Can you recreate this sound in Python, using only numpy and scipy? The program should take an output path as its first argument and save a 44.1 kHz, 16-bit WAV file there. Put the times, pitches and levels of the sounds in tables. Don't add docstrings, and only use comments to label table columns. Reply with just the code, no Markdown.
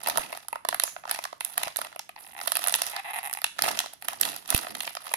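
import sys
import numpy as np
from scipy import signal
from scipy.fft import rfft, irfft, next_fast_len
from scipy.io import wavfile
from scipy.ndimage import uniform_filter1d

SR = 44100
rng = np.random.default_rng(int(sys.argv[2]) if len(sys.argv) > 2 else 0)


def log_audio(samples):
    frames = np.atleast_2d(samples).T
    limited = np.clip(frames, -1, 1)
    pcm = np.round(limited * 32767).astype(np.int16)
    wavfile.write(sys.argv[1], SR, pcm)


N = 227811
GRAIN = 1024
F_HZ = np.fft.rfftfreq(GRAIN, 1 / SR)

# (time [s], pouch boom [dB], panel ring [dB], tick [dB])
SNAPS = [(0.034, -36, -37, -15),  (0.0605, -23, -18, -24), (0.0724, -16.5, -13.5, -7.5),
         (0.0852, -13.5, -35, -5),  (0.0982, -19, -9.5, -7.5), (0.158, -19, -30, -36),
         (0.1731, -12.5, -11, -3), (0.1813, -11, -27, -7.5), (0.3267, -21.5, -23, -22),
         (0.3733, -26, -25, -21), (0.4836, -28, -27, -14.5), (0.5285, -17, -21, -18.5),
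         (0.5565, -17.5, -40, -29), (0.6498, -15.5, -23.5, -20.5), (0.6874, -14.5, -9.5, -4.5),
          (0.7269, -12, -43, -26), (0.7447, -14, -17, -6.5), (0.7983, -14.5, -6.5, -4),
         (0.8363, -18, -13, -1.5), (0.8772, -24, -24.5, -38), (0.964, -21, -45, -50),
         (1.0368, -30.5, -88, -62), (1.0532, -23, -31.5, -110), (1.077, -25, -30, -59),
         (1.094, -21.5, -21.5, -43), (1.1113, -18.5, -14.5, -4), (1.146, -28, -20.5, -18),
         (1.189, -18.5, -19.5, -28), (1.2393, -26, -18, -15.5), (1.252, -17.5, -21, -23),
         (1.328, -23.5, -30, -37), (1.407, -24, -16, -12.5),  (1.4484, -60, -19, -6.5),
         (1.5782, -14.5, -15, -2), (1.633, -18, -10, -6.5), (1.672, -21, -24, -24),
         (1.68, -23.5, -21.5, -22), (1.7605, -25, -15, -16), (1.7684, -65, -48, -8),
         (1.7882, -19, -21, -14), (1.8153, -18, -17.5, -12), (1.847, -32, -23, -20.5),
         (1.866, -29, -35, -43), (1.927, -31.5, -33, -38), (1.9603, -24.5, -30, -23),
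         (1.993, -29.5, -17, -20.5), (2.092, -31, -28.5, -26), (2.162, -32.5, -30, -47),
         (2.4134, -22.5, -18.5, -34),  (2.459, -29, -37, -33), (2.474, -17.5, -17, -3),
         (2.477, -23.5, -13, -11), (2.5195, -15, -11.5, -0.5),  (2.554, -21, -17, -6),
         (2.561, -24, -17, -23), (2.569, -16.5, -13.5, -2), (2.618, -27.5, -27, -27),
         (2.6399, -26, -16, -7.5), (2.65, -26.5, -35, -19), (2.663, -19, -21, -33),
         (2.6723, -17, -19, -3.5), (2.6826, -24, -15.5, -1.5), (2.695, -23, -16, -14),
         (2.724, -25, -22, -7.5), (2.74, -47, -3, -10), (2.7508, -20, -14.5, -5.5), (2.7585, -49, -38, -6),
         (2.8182, -19, -10, -4.5), (2.866, -47.5, -18, -11.5), (2.9638, -19.5, -16, -16),
         (3.1087, -27, -36, -20.5), (3.329, -24.5, -27, -10), (3.3364, -53, -19, -8),
         (3.417, -30, -22.5, -17), (3.4423, -15, -8.5, -2.5), (3.585, -33, -25, -33),
         (3.5898, -13.5, -12, -20), (3.621, -22.5, -9, -3.5), (3.6374, -17.5, -15, -14),
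         (3.661, -17.5, -20, -14), (3.679, -15, -22, -30), (3.6856, -16, -13, -28),
         (3.708, -21.5, -30, -35), (3.732, -25, -37, -35), (3.773, -27, -17.5, -22), (3.79, -29, -4, -6),
         (3.8016, -19, -18, -11.5), (3.84, -28, -29, -42), (3.86, -25, -21.5, -45),
         (3.935, -38, -83, -20.5), (4.0233, -32, -25.5, -23.5), (4.084, -17, -11.5, -7),
         (4.124, -28, -34, -40), (4.212, -34, -14, 2.5), (4.2317, -27.5, -10.5, -25),
         (4.252, -54, -13, -12), (4.3628, -31.5, -21, -14.5), (4.477, -53, -42, -19),
         (4.4903, -27, -20.5, -33), (4.5034, -28, -13, -2.5), (4.524, -17, -20, -24),
         (4.5465, -26.5, -10.5, 2), (4.5634, -22, -23, -7), (4.5775, -27, -17.5, -7),
         (4.589, -22, -17.5, -30), (4.668, -21.5, -24, -41), (4.7509, -27, -17.5, -20),
         (4.805, -26.5, -13.5, -11.5), (4.852, -39, -24, -27), (4.8753, -23, -17.5, -28),
         (4.951, -28, -23, -21), (4.968, -20, -19.5, -42), (5.0684, -21.5, -52, -34),
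         (5.115, -24, -32, -36), (5.138, -15.5, -9, -5)]


def snaps():
    return creases(*np.transpose(SNAPS), decay_s=0.00072, spread_s=0.0022)


POUCH_MODES_HZ = np.array([635, 737, 960, 1176])
PANEL_MODES_HZ = np.array([1913, 2570, 3513, 5060, 5350])
MODE_SCATTER_DB = 2.5
TILT_PER_DB = 0.11


def mode_mix(count, modes_hz, slope):
    gain = undb(MODE_SCATTER_DB * rng.standard_normal((count, len(modes_hz))))
    sign = (-1) ** np.arange(len(modes_hz))
    centre_hz = modes_hz[:, None]
    return gain * sign * modes_hz ** slope @ ring(F_HZ, centre_hz, 0.42 * centre_hz)


def creases(time_s, pouch_db, panel_db, tick_db, decay_s, spread_s):
    count = len(time_s)
    spectrum = rfft(slip(count, decay_s, spread_s))
    local_power = uniform_filter1d(np.abs(spectrum) ** 2, size=13, axis=1)
    push = irfft(spectrum / np.sqrt(local_power), GRAIN)
    tilt = np.clip(TILT_PER_DB * (panel_db - pouch_db) - 0.9, -1.5, 1)[:, None]
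    pouch = mode_mix(count, POUCH_MODES_HZ, 0.1)
    panel = mode_mix(count, PANEL_MODES_HZ, tilt)
    pouch = pouch * ring(F_HZ, 973.0, 6600.0) ** 3
    body = shaped(push, pouch, pouch_db) + shaped(push, panel, panel_db)
    return heard(time_s, body, tick_db, 0.53 * decay_s, spread_s)


def slip(count, decay_s, spread_s):
    t = np.arange(GRAIN) / SR
    start_s = spread_s * rng.random((count, 3, 1))
    size = 0.56 * rng.random((count, 3, 1))
    start_s[:, 0], size[:, 0] = 0, 1
    age_s = t - start_s
    envelope = (size * (age_s >= 0) * np.exp(-np.abs(age_s) / decay_s)).sum(axis=1)
    return envelope * rng.standard_normal((count, GRAIN))


def ring(f_hz, centre_hz, width_hz):
    return 1j * f_hz * width_hz / (centre_hz ** 2 - f_hz ** 2 + 1j * f_hz * width_hz)


def shaped(burst, response, peak_db):
    y = irfft(rfft(burst) * response, GRAIN)
    return y * (undb(peak_db) / np.abs(y).max(axis=1))[:, None]


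def undb(db):
    return 10 ** (np.asarray(db) / 20)


# (frequency [Hz], width [Hz], level [dB])
PORT = [(10155, 1090, 2.5), (12870, 3070, -7.5)]


def heard(time_s, body, tick_db, decay_s, spread_s, roam=1):
    port = sum((-1) ** k * undb(db) * ring(F_HZ, hz, width_hz)
               for k, (hz, width_hz, db) in enumerate(PORT))
    spot = roam * (rng.random((len(time_s), 2)) - .5)
    out = np.zeros((2, N + 2 * GRAIN))
    for ear, smear in enumerate((1, 1.8)):
        tick = shaped(slip(len(time_s), smear * decay_s, spread_s), port, tick_db)
        grain = (body + tick) * undb(ear * 2.8 * spot[:, :1])
        first = (time_s * SR + ear * 8 * spot[:, 1]).astype(int).clip(0)
        np.add.at(out[ear], first[:, None] + np.arange(GRAIN), grain)
    return out[:, :N]


def rustle(rate_hz=330., scatter_db=4.5):
    count = int(rate_hz * N / SR)
    time_s = rng.random(count) * N / SR
    body_db, tick_db, _ = crumple(time_s)
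    spread_db = np.clip(scatter_db + 0.56 * (-45.0 - body_db), 2.4, 7)
    size_db = spread_db * (rng.exponential(size=count).clip(0, 3.0) - 1.6)
    lean_db = 4.23 * rng.standard_normal((3, count)) + np.outer((1, 1, .45), size_db)
    pouch_db = body_db - 0.5 + lean_db[0]
    panel_db = body_db + 3.5 + lean_db[1]
    return creases(time_s, pouch_db, panel_db, tick_db + 5.5 + lean_db[2], 0.00095, 0.003)


# (fully under way [s], held [s], body [dB], tick [dB], table rumble [dB])
MOVES = [(0.0, 0.027, -43.5, -44, -59), (0.07, 0.053, -33.5, -51, -51), (0.183, 0.0067, -33, -33, -42),
         (0.3, 0.044, -43, -45, -80), (0.699, 0.02, -69, -53, -52), (0.832, 0.049, -44, -38, -69),
         (1.112, 0.008, -33, -35.5, -64), (1.429, 0.088, -43.5, -36.5, -70),
         (1.575, 0.062, -36, -53, -56.5), (1.798, 0.013, -38, -51, -56.5), (2.2, 0.21, -52.5, -44, -68),
         (2.377, 0.38, -44, -37.5, -58.5), (2.599, .29, -36.5, -34.5, -61.5), (3.1, 0.1, -44.5, -64, -77),
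         (3.634, 0.062, -29.5, -28, -41.5), (3.76, 0.073, -41, -64, -68), (4.05, 0.073, -42, -40.5, -58.5),
         (4.219, 0.069, -32, -30, -44.5), (4.511, 0.083, -31, -30.5, -46.5),
         (4.7, 0.054, -39.5, -37, -48.5), (4.837, 0.01, -36.5, -30.5, -60), (5.02, 0.15, -42, -40.5, -70)]
RISE_DB_S, SETTLE_DB_S = 364, 134


def crumple(time_s):
    start_s, held_s, *levels_db = np.transpose(MOVES)[:, :, None]
    before_s = np.clip(start_s - time_s, 0, None)
    after_s = np.clip(time_s - start_s - held_s, 0, None)
    fade_db = RISE_DB_S * before_s + SETTLE_DB_S * after_s
    return [10 * np.log10((undb(db - fade_db) ** 2).sum(axis=0) + 1e-12) for db in levels_db]


# (frequency [Hz], width [Hz], level [dB])
TAUT_FILM = [(803, 115, 6), (1097, 68, 8), (2001, 410, 4), (3880, 440, -7)]
# (time [s], length [s], first slip rate [Hz], last slip rate [Hz], body [dB], tick [dB])
RUBS = [(2.176, .014, 167, 173, -35.5, -47), (2.247, 0.1, 49.7, 42.9, -38, -49),
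        (2.35, .056, 61.3, 99.3, -29, -36), (2.933, 0.072, 283, 410.3, -30.5, -44),
        (3.045, 0.077, 328, 373, -30, -35.5), (3.134, .06, 187, 230.6, -25, -22.5),
        (3.2301, .052, 130.7, 153.8, -25.5, -19.5), (3.297, .02, 67.8, 70.7, -25, -20),
        (3.3497, .04, 32.3, 76.7, -25, -22.5)]


def creak():
    slips = []
    for start_s, length_s, first_hz, last_hz, body_db, tick_db in RUBS:
        age_s = np.arange(0, length_s, 1 / SR)
        turns = np.floor(first_hz * age_s + (last_hz - first_hz) * age_s ** 2 / (2 * length_s))
        slip_ages_s = age_s[np.diff(turns, prepend=-1) > 0]
        slips += [(start_s + a, body_db, tick_db) for a in slip_ages_s]
    time_s, body_db, tick_db = np.transpose(slips)
    jitter, uneven, tighten = rng.standard_normal((len(time_s), 3)).T
    tension = 1 + 0.038 * tighten[:, None]
    film = sum((-1) ** k * undb(db) * ring(F_HZ, tension * hz, width_hz)
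               for k, (hz, width_hz, db) in enumerate(TAUT_FILM))
    push = np.zeros((len(time_s), GRAIN))
    push[:, :5] = -1
    uneven_db = 2.3 * uneven
    body = shaped(push, film, body_db + uneven_db)
    return heard(time_s + 0.00018 * jitter, body, tick_db + uneven_db, 0.00042, 0.00068, roam=0)


def band_noise(edges_hz, shape):
    band = signal.butter(2, edges_hz, "band", fs=SR, output="sos")
    return signal.sosfilt(band, rng.standard_normal(shape))


SWISH_S, SWISH_FADE_S, SWISH_DB = 0.85, 0.039, -32.5
SWISH_HZ, SWISH_WIDTH_HZ = 6600, 1000


def swish():
    age_s = np.clip(np.arange(N) / SR - SWISH_S, 0, None)
    hiss = band_noise((SWISH_HZ - SWISH_WIDTH_HZ / 2, SWISH_HZ + SWISH_WIDTH_HZ / 2), (2, N))
    envelope = (1 - np.exp(-age_s / 0.015)) * np.exp(-age_s / SWISH_FADE_S)
    return hiss / hiss.std() * undb(SWISH_DB) * envelope


# (time [s], level [dB], time scale [s])
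PUFFS = [(0.195, -36, 0.0035), (1.668, -31, 0.00047), (4.547, -8, 0.0013)]


def puffs():
    t, out = np.arange(N) / SR, 0
    for start_s, db, scale_s in PUFFS:
        age = np.clip(t - start_s, 0, None) / scale_s
        out = out + undb(db) * (1 - np.exp(-age * 12)) * np.exp(-age * 0.37) * np.cos(age * 0.41)
    return out


def rumble(thud_db=-4):
    drag = band_noise((208, 477), N)
    thud = band_noise((75, 495), N)
    t = np.arange(0, N / SR + .01, .002)
    gain = undb(np.interp(np.arange(N) / SR, t, crumple(t)[2]))
    return drag / drag.std() * gain, thud / thud.std() * gain * undb(thud_db)


# (frequency [Hz], level [dB])
SHADOW = [(500, -5.5), (750, 3.5), (1050, -3.5), (1400, -12.5), (1800, -4), (2700, 3), (3500, -10.5),
          (5000, 2.5), (8300, -14.5), (10500, -15.5), (13500, -5)]
# (frequency [Hz], lag [ms])
LAG = [(600, 1.15), (1210, 1.37), (1720, 1.63), (2670, 1.51)]


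def round_phone(x):
    size = next_fast_len(N + GRAIN)
    f_hz = np.fft.rfftfreq(size, 1 / SR)
    db, lag_ms = (np.interp(np.log(f_hz + 1), np.log(hz), value)
                  for hz, value in map(np.transpose, (SHADOW, LAG)))
    delay = np.exp(-2j * np.pi * f_hz * lag_ms / 1000)
    return irfft(rfft(x, size) * undb(db) * delay, size)[:N]


ROOM_T60_S, ROOM_DB, ROOM_BAND_HZ = 0.36, -12.5, (1430, 9800)


def room(x):
    t = np.arange(int(ROOM_T60_S * SR)) / SR
    fade = undb(-60 * t / ROOM_T60_S) * (1 - np.exp(-t / 0.00008))
    tail = rng.standard_normal((2, len(t))) * fade
    tail = signal.lfilter(*signal.butter(1, ROOM_BAND_HZ, "band", fs=SR), tail)
    tail = tail / np.sqrt((tail ** 2).sum(axis=1, keepdims=True))
    return undb(ROOM_DB) * signal.fftconvolve(x, tail, axes=1)[:, :N]


FLOOR_DB = -68.5


def room_air():
    band = signal.butter(1, (60, 240), "band", fs=SR)
    floor = signal.lfilter(*band, rng.standard_normal((2, N)))
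    return undb(FLOOR_DB) * floor / floor.std()


def scene():
    drag, thud = rumble()
    near, far = snaps() + rustle() + creak() + swish() + drag
    wet = room(near[None])
    left = round_phone(far + wet[0])
    right = near + wet[1] + puffs() + thud
    return np.array([left, right]) + room_air()


TOP_HZ = 16400


def record(dry):
    soft = signal.sosfilt(signal.butter(2, 14000, fs=SR, output="sos"), dry)
    top_cut = signal.ellip(10, .2, 85, TOP_HZ, fs=SR, output="sos")
    return signal.sosfilt(top_cut, np.clip(soft, -1, 1))


dry = scene()
out = record(dry)
log_audio(out)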